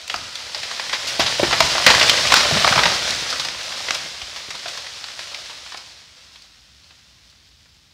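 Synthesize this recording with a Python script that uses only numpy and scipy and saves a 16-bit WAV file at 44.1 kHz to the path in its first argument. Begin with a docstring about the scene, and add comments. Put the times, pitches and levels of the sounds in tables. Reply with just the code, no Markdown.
"""Autumn woods across a lawn: a dead tree falls over a low outdoor rumble.
Its crown drags through neighbouring foliage: shaped random ticks make the leaves, small volleys the twigs.
Branches snap as fibre volleys that ring the stick; heavy limbs knock and thud as damped bending modes.
Debris drums on the soil, flakes trickle down, and the drag dies away to a last few sticks.
Trunks and deep woods echo every sound of the tree, and the loudest cracks overload the microphone."""
import sys
import numpy as np
from scipy import signal
from scipy.fft import rfft, irfft
from scipy.io import wavfile
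from scipy.ndimage import uniform_filter1d

SR = 44100
rng = np.random.default_rng(int(sys.argv[2]) if len(sys.argv) > 2 else 0)


def to_wav(sig):
    """Store sig (one row per channel, or 1-D mono) as 16-bit WAV at the path in sys.argv[1].

    Samples outside -1..1 are clipped; the rate is SR.
    """
    pcm = np.clip(np.atleast_2d(sig), -1, 1) * 32767
    pcm = np.round(pcm).astype(np.int16)
    wavfile.write(sys.argv[1], SR, pcm.T)  # frames by channels


N = 349713
TIME = np.arange(N) / SR

# Branches breaking, from the first lean through the crash to the last sticks:
# t/s, level/dB, tearing time/s, brightness/dB per octave, resonance f/Hz
BRANCH_SNAPS = [ (.0777, -32.5, .0018, 9.5, 2500), (0.0974, -22, 0.0033, 0.5, 3000),
                (.1408, -21.5, 0.0019, -2, 1210), (.160, -29.5, 0.0015, 8, 5030),
                (0.3542, -27.5, 0.0026, 4.5, 3100), (0.5458, -23.5, 0.0031, 0, 4700),
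                (.631, -26, 0.0033, 3, 2210), (0.71, -27, 0.0051, 0, 810), (.7962, -23, 0.0026, 0, 600),
                (.8945, -27.5, 0.0031, 1, 2050), (0.9273, -18, 0.0096, 0, 2060),
                (1.0705, -25, 0.013, 7, 620), (1.1952, -15, 0.013, 0.5, 690),
                (1.2613, -18.5, 0.01, 1, 3480), (1.3962, -19.5, 0.0018, -6, 604),
                (1.4301, -18.5, 0.0052, -4.5, 1920), (1.508, -19, 0.0064, -0.5, 910),
                (1.526, -14.5, 0.0066, -3, 2220), (1.6045, -8.5, 0.0017, -1.5, 720),
                (1.7, -22.5, 0.0085, 2.5, 900), (1.748, -22, .01, -6.5, 580),
                (1.7805, -18, 0.0017, -2, 945), (1.8641, -2, 0.0021, -0.5, 2060),
                (1.8747, -8, 0.005, -2, 1800), (1.9008, -8.5, 0.0068, -.5, 865),
                (1.949, -15, .0015, -0.5, 790), (1.9973, -15.5, 0.0016, 5, 3620),
                (2.011, -11.5, 0.0049, -1, 2530), (2.0281, -13, 0.0035, 1.5, 760),
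                (2.0952, -8, 0.0022, 3, 3300), (2.1839, -25, 0.0038, 0, 1000),
                (2.272, -19.5, 0.0014, 2, 3000), (2.3201, -8.5, 0.0031, 0, 1060),
                (2.34, -5, 0.0011, 0.5, 1410), (2.3606, -13, 0.0083, 1.5, 1060),
                (2.645, -10.5, 0.002, -3, 735), (2.6764, -13, 0.0015, -3.5, 1200),
                (2.724, -15, 0.0025, -3, 1500), (2.756, -14.5, 0.0048, -2.5, 634),
                (2.7766, -13.5, 0.003, -4, 1130), (2.7879, -13.5, 0.0039, -2.5, 1320),
                (2.834, -13, 0.003, -.5, 1630), (2.8551, -12, 0.0036, -3, 880),
                (3.1058, -21.5, 0.0023, 7, 4170), (3.3006, -24, 0.0051, 9, 5200),
                (3.325, -22.5, 0.0049, 1, 1150), (3.396, -21, .005, 3, 1040), (3.4478, -24, 0.004, 3, 870),
                (3.4851, -26, 0.0018, 0.5, 950), (3.7195, -28.5, 0.0031, 2.5, 1330),
                (3.884, -23, 0.0038, -0.5, 2000), (3.907, -17.5, 0.00085, 1, 2530),
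                (3.9449, -23, .0035, 4.5, 1150), (4.2162, -29, 0.0034, -0.5, 3200),
                (4.3603, -29.5, 0.0071, 2.5, 885), (4.5044, -28, 0.0034, 3, 1950),
                (4.55, -31.5, 0.0034, 1.5, 1020), (4.658, -29, 0.0039, -2.5, 630),
                (4.681, -28.5, 0.0047, 4, 1850), (4.7721, -29, .005, 3, 1400),
                (4.865, -32.5, .003, 2, 2000), (5.0405, -29.5, 0.0027, 0.5, 4300),
                (5.084, -37.5, 0.0022, .5, 2000), (5.1904, -29, .003, 1.5, 1540),
                (5.3446, -28.5, 0.0036, 1.5, 2550), (5.495, -35, 0.0095, 0, 1000),
                (5.661, -39, 0.0051, 0, 890), (5.72, -34.5, 0.0038, -0.5, 1150),
                (5.7443, -32.5, 0.0025, -3.5, 1090), (5.7726, -34, 0.0034, 5, 5260),
                (6.3573, -42.5, .0017, 0, 3400), (6.4203, -45, .002, 8, 4800),
                (6.842, -52, 0.0019, 3.5, 4900), (6.906, -47, 0.0045, -2.5, 3000),
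                (7.297, -53, 0.0043, 8, 4200), (7.657, -54, 0.0028, -2, 1540)]
# Heavy limbs striking trunks and soil: t/s, level/dB, resonance f/Hz, ring time/s, thud re the knock/dB
LIMB_KNOCKS = [(.143, -19, 704, 0.051, -26), (0.157, -33, 88, .09, -8), (.562, -26.5, 640, .036, -20.5),
               (1.195, -7, 690, 0.039, -7.5), (1.396, -8.5, 570, 0.022, -12), (1.429, -12, 590, 0.034, -15),
               (1.43, -5.5, 346, .045, -11), (1.527, -12, 536, 0.04, -20), (1.604, -3.5, 652, 0.049, -18),
               (1.623, -29, 72, .12, -15), (1.865, -4, 530, 0.05, -12.5), (1.907, -7.5, 507, 0.03, -18),
               (2.511, -10.5, 670, 0.045, -18), (2.518, -17.5, 151, 0.12, -16.5),
               (2.559, -16.5, 211, 0.06, -16.5), (2.71, -16, 205, .04, -21), (2.763, -17.5, 149, 0.14, -16),
               (2.856, -21, 160, .066, -15), (3.885, -25.5, 515, 0.064, -25), (4.219, -36, 75, 0.093, -12),
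               (4.485, -31, 380, .014, -6), (4.657, -29, 620, 0.035, -21)]
# Spectrum of dry leaves and bark flakes: f/Hz, level per Hz/dB
LEAF_SPECTRUM = [(60, -38), (250, -17.5), (420, -17), (560, -11), (850, -10), (1400, -6.5), (2600, -3),
                 (3700, 0.5), (5200, 0), (7000, -9.5), (10000, -20), (12500, -30), (16000, -32.5)]


def undb(db):
    """Decibels to gain."""
    return 10 ** (np.asarray(db) / 20)


def unit(x):
    """Scale to rms 1."""
    return x / np.sqrt(np.mean(x ** 2) + 1e-18)


def add(out, s, x):
    """Mix x into out at time s."""
    start = int(np.clip(s * SR, 0, N - 1))
    out[start:start + len(x)] += x[:N - start]


def response(points, tilt_db=0, size=4096):
    """Causal (minimum-phase) impulse response of a spectrum, tilted in dB per octave; energy 1."""
    octave = np.log2(np.maximum(np.fft.rfftfreq(size, 1 / SR), 10))
    hz, level_db = np.transpose(points)
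    level_db = np.interp(octave, np.log2(hz), level_db)
    # the tilt acts between 800 and 9000 Hz only
    level_db = level_db + tilt_db * np.clip(octave, np.log2(800), np.log2(9000))
    # folding the cepstrum onto positive time makes the response causal
    cepstrum = irfft(np.log(undb(level_db)))
    cepstrum[1:size // 2] *= 2
    impulse = irfft(np.exp(rfft(cepstrum[:size // 2], size)))
    return impulse / np.linalg.norm(impulse)


def colour(x, points):
    """Give x a spectrum, at rms 1."""
    return unit(signal.fftconvolve(x, response(points))[:N])


def walk(rate):
    """Random wander with a spread near 1: straight lines between random levels, rate a second."""
    knots = rng.standard_normal(4096)
    return np.sqrt(2) * np.interp(TIME * rate, np.arange(len(knots)), knots)


def grains(count, rate, spread_db):
    """Random clicks of either sign, rate a second, mostly small and a few large."""
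    hit = rng.random(count) < rate / SR
    sign = rng.choice([-1, 1], count)
    size = np.minimum(rng.exponential(size=count), 4)
    return hit * sign * undb(spread_db * size)


def tear(length, points, tilt_db, ring_hz, ring_db=6, ring_q=4.8, count=2048):
    """One break: wood fibres give way in a quick volley that rings the stick; rms 1 over 12 ms."""
    t = np.arange(count) / SR
    length = np.clip(length, .0004, .02)
    volley = grains(count, rate=7000, spread_db=1.5) + 0.32 * rng.standard_normal(count)
    volley *= (1 - np.exp(-t / (0.23 * length))) * np.exp(-t / (2.13 * length))
    ring = signal.lfilter(*signal.iirpeak(ring_hz, ring_q, fs=SR), volley)
    volley = volley + (undb(ring_db) - 1) * ring
    x = signal.fftconvolve(volley, response(points, tilt_db, size=512))
    return x / np.sqrt(np.mean(x[:530] ** 2))


def air():
    """Low outdoor rumble: steady noise, strongest in the bass."""
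    # f/Hz, level per Hz/dB
    air_spectrum = [(20, -19.5), (38, -10), (60, 5), (105, -2.5), (200, -8.5), (330, -15.5), (800, -32),
                    (4000, -32.5), (16000, -34.5)]
    return undb(-59.5) * colour(rng.standard_normal(N), air_spectrum)


def leaves(flutter_db):
    """Thousands of dry leaves brush and tick; each spray swells on its own, some brighter than others."""
    out = 0
    for tilt_db in (-1.5, 0, 1.5):
        ticks = unit(grains(N, rate=2500, spread_db=1.5))
        spray = ticks * undb(flutter_db * walk(24))
        out = out + signal.fftconvolve(spray, response(LEAF_SPECTRUM, tilt_db))[:N]
    return unit(out)


def twigs(spread_db, scrape_db, count=600):
    """Small twigs break all through the fall, each with its own pitch, over the scrape of bark on bark."""
    # f/Hz, level per Hz/dB
    twig_spectrum = [(60, -40), (220, -14.5), (390, -10), (570, 2.5), (850, -6), (1150, -4.5), (2200, -4),
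                     (4500, -8.5), (7000, -28), (16000, -40.5)]
    snaps = np.zeros(N)
    for k, (when, size, length, tilt, pitch) in enumerate(rng.random((count, 5))):
        snap = tear(0.001 + 0.0035 * length, twig_spectrum, 5 * (tilt - .5),
                    ring_hz=900 * 2 ** (1.3 * pitch), ring_db=6.5, count=1024)
        # spread evenly over the scene, each up to three slots late
        s = (k + 3 * when) / count * N / SR
        add(snaps, s, undb(spread_db * size) * snap)
    scrape = colour(grains(N, rate=2200, spread_db=0.5), twig_spectrum)
    return unit(unit(snaps) + undb(scrape_db) * scrape)


def ground():
    """Debris drums on the soft forest floor: sparse, uneven clicks with a bass-heavy spectrum."""
    # f/Hz, level per Hz/dB
    soil_spectrum = [(20, -38), (38, -19.5), (55, -0.5), (130, -0.5), (240, -7), (400, -9.5), (1000, -38),
                     (16000, -75.5)]
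    return colour(grains(N, rate=500, spread_db=4.0), soil_spectrum)


def trickle(db, spread_db, count=110):
    """Loose flakes of bark and dry leaves tick down through the foliage at random moments."""
    out = np.zeros(N)
    for when, size in rng.random((count, 2)):
        flake = tear(.002, LEAF_SPECTRUM, tilt_db=-2.5, ring_hz=4500, ring_db=1)
        add(out, when * N / SR, undb(db + spread_db * size) * flake)
    return out


def branches():
    """The big snaps; thick branches sound dull and thin ones bright."""
    # f/Hz, level per Hz/dB
    crack_spectrum = [(40, -36), (200, -13), (390, -9.5), (560, -1), (1000, 2.5), (1800, 3), (3000, 2.5),
                      (4800, 2.5), (6500, -8), (9000, -21), (12000, -27.5), (16000, -38.5)]
    out = np.zeros(N)
    for s, db, length, tilt_db, hz in BRANCH_SNAPS:
        add(out, s, undb(db) * tear(length, crack_spectrum, tilt_db, hz))
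    return out


def shaking(blows, rise_s, decay_s, count=44100):
    """Envelope of the stir after each blow: it swells quickly and dies away; overlapping stirs add in power."""
    growth = 0.87  # dB of stir gained per dB of blow
    power, t = np.zeros(N), np.arange(count) / SR
    stir = (1 - np.exp(-t / rise_s)) * np.exp(-t / decay_s)
    for s, db, *_ in blows:
        add(power, s, (undb(growth * db) * stir) ** 2)
    return np.sqrt(power)


def knock(hz, t60, count=8192):
    """A rough blow rings a limb's heavily damped bending modes; peak 1."""
    t = np.arange(count) / SR
    ring = np.zeros(count)
    for ratio, mode_db in [(1, 4.5), (1.45, -11), (2.3, -24)]:
        # higher modes die sooner
        decay = undb(-60 * t * ratio / max(t60, .005))
        ring += undb(mode_db) * np.cos(2 * np.pi * hz * ratio * t) * decay
    # bark gives a little, so the push is soft and stutters
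    contact = np.exp(-t * hz) * (1 + 3 * rng.standard_normal(count)) * np.sin(np.pi * t * hz)
    x = signal.fftconvolve(ring, contact)[:count]
    return x / np.abs(x).max()


def limbs():
    """Each heavy limb knocks, and the trunk or soil that it strikes thuds below it."""
    thud_ratio = 0.52  # pitch of the thud re the knock
    out = np.zeros(N)
    for s, db, hz, t60, thud_db in LIMB_KNOCKS:
        thud = undb(thud_db) * knock(thud_ratio * hz, t60)
        add(out, s, undb(db) * (knock(hz, t60) + thud))
    return undb(-0.5) * out


def echoes(near_db, near_s, far_db, t60, count=44100):
    """From one spot, nearby trunks return a spray of echoes; the deep woods add a diffuse tail."""
    t = np.arange(count) / SR
    onset = np.clip((t - .003) / .006, 0, 1)
    trunks = grains(count, rate=1200, spread_db=5) * onset * np.exp(-t / near_s)
    tail = rng.standard_normal(count) * onset * undb(-60 * t / t60)
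    near = undb(near_db) * trunks / np.linalg.norm(trunks)
    far = undb(far_db) * tail / np.linalg.norm(tail)
    return near + far


def woods(x, count=8):
    """The action steps round spots in the wide crown, 45 a second, and every spot has its own echoes."""
    spot = np.floor(TIME * 45) % count
    out = 0
    for k in range(count):
        here = x * uniform_filter1d(1. * (spot == k), size=256)  # short crossfades
        spot_echoes = echoes(near_db=-12.5, near_s=.035, far_db=-8.5, t60=1.0)
        out = out + signal.fftconvolve(here, spot_echoes)[:N]
    return out


def scene():
    """The fall inside the woods over the rumble; drag and blows stir leaves, twigs and debris."""
    # How hard the crown drags through the foliage: t/s, drag level/dB
    crown_drag = [(0.0, -38), (0.13, -36), (0.22, -35.5), (1.98, -20), (2.73, -19.5), (2.93, -23),
                  (3.37, -27), (3.51, -31), (3.9, -28.5), (4.04, -32.5), (4.32, -35), (4.7, -33.5),
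                  (4.89, -36), (5.29, -34.5), (5.71, -39.5), (5.89, -43.5), (6.6, -51), (7.92, -55.5)]
    drag_db = np.interp(TIME, *np.transpose(crown_drag))
    crash_db = -20  # drag at which the twig and debris levels below are set
    drop_s = .12  # debris reaches the ground this long after the crown tears it loose
    landing_db = np.interp(TIME - drop_s, TIME, drag_db)

    # every snap shakes the sprays around it and every knock shakes debris down
    shake = shaking(BRANCH_SNAPS, rise_s=0.022, decay_s=0.056)
    debris = shaking(LIMB_KNOCKS, rise_s=.01, decay_s=0.074)

    # twigs and debris grow faster than the leaf rustle: 1.446 and 1.6 dB per dB of drag
    leaf_gain = np.hypot(undb(-1 + drag_db), undb(-11.5) * shake)
    twig_gain = np.hypot(undb(-24.5 + 1.446 * (drag_db - crash_db)), undb(-20) * shake)
    ground_gain = np.hypot(undb(-37.5 + 1.6 * (landing_db - crash_db)), undb(-25.5) * debris)

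    crown = leaf_gain * leaves(flutter_db=1.12) + twig_gain * twigs(spread_db=12, scrape_db=-5.5)
    tree = crown + branches() + trickle(db=-66.0, spread_db=9.5) + ground_gain * ground()
    knocks = limbs()
    # the knocks echo less than the cracks
    heard = tree + knocks + woods(tree + undb(-6.0) * knocks)
    return (heard + air())[None]


def record(dry):
    """The microphone drops the deepest bass, the loudest cracks saturate, and the top is cut."""
    x = signal.sosfilt(signal.butter(4, 40, "high", fs=SR, output="sos"), dry)
    x = x / (1 + x ** 6) ** (1 / 6)  # nearly clean until close to full scale
    return signal.sosfilt(signal.ellip(10, .2, 80, 15650, fs=SR, output="sos"), x)


dry = scene()
out = record(dry)
to_wav(out)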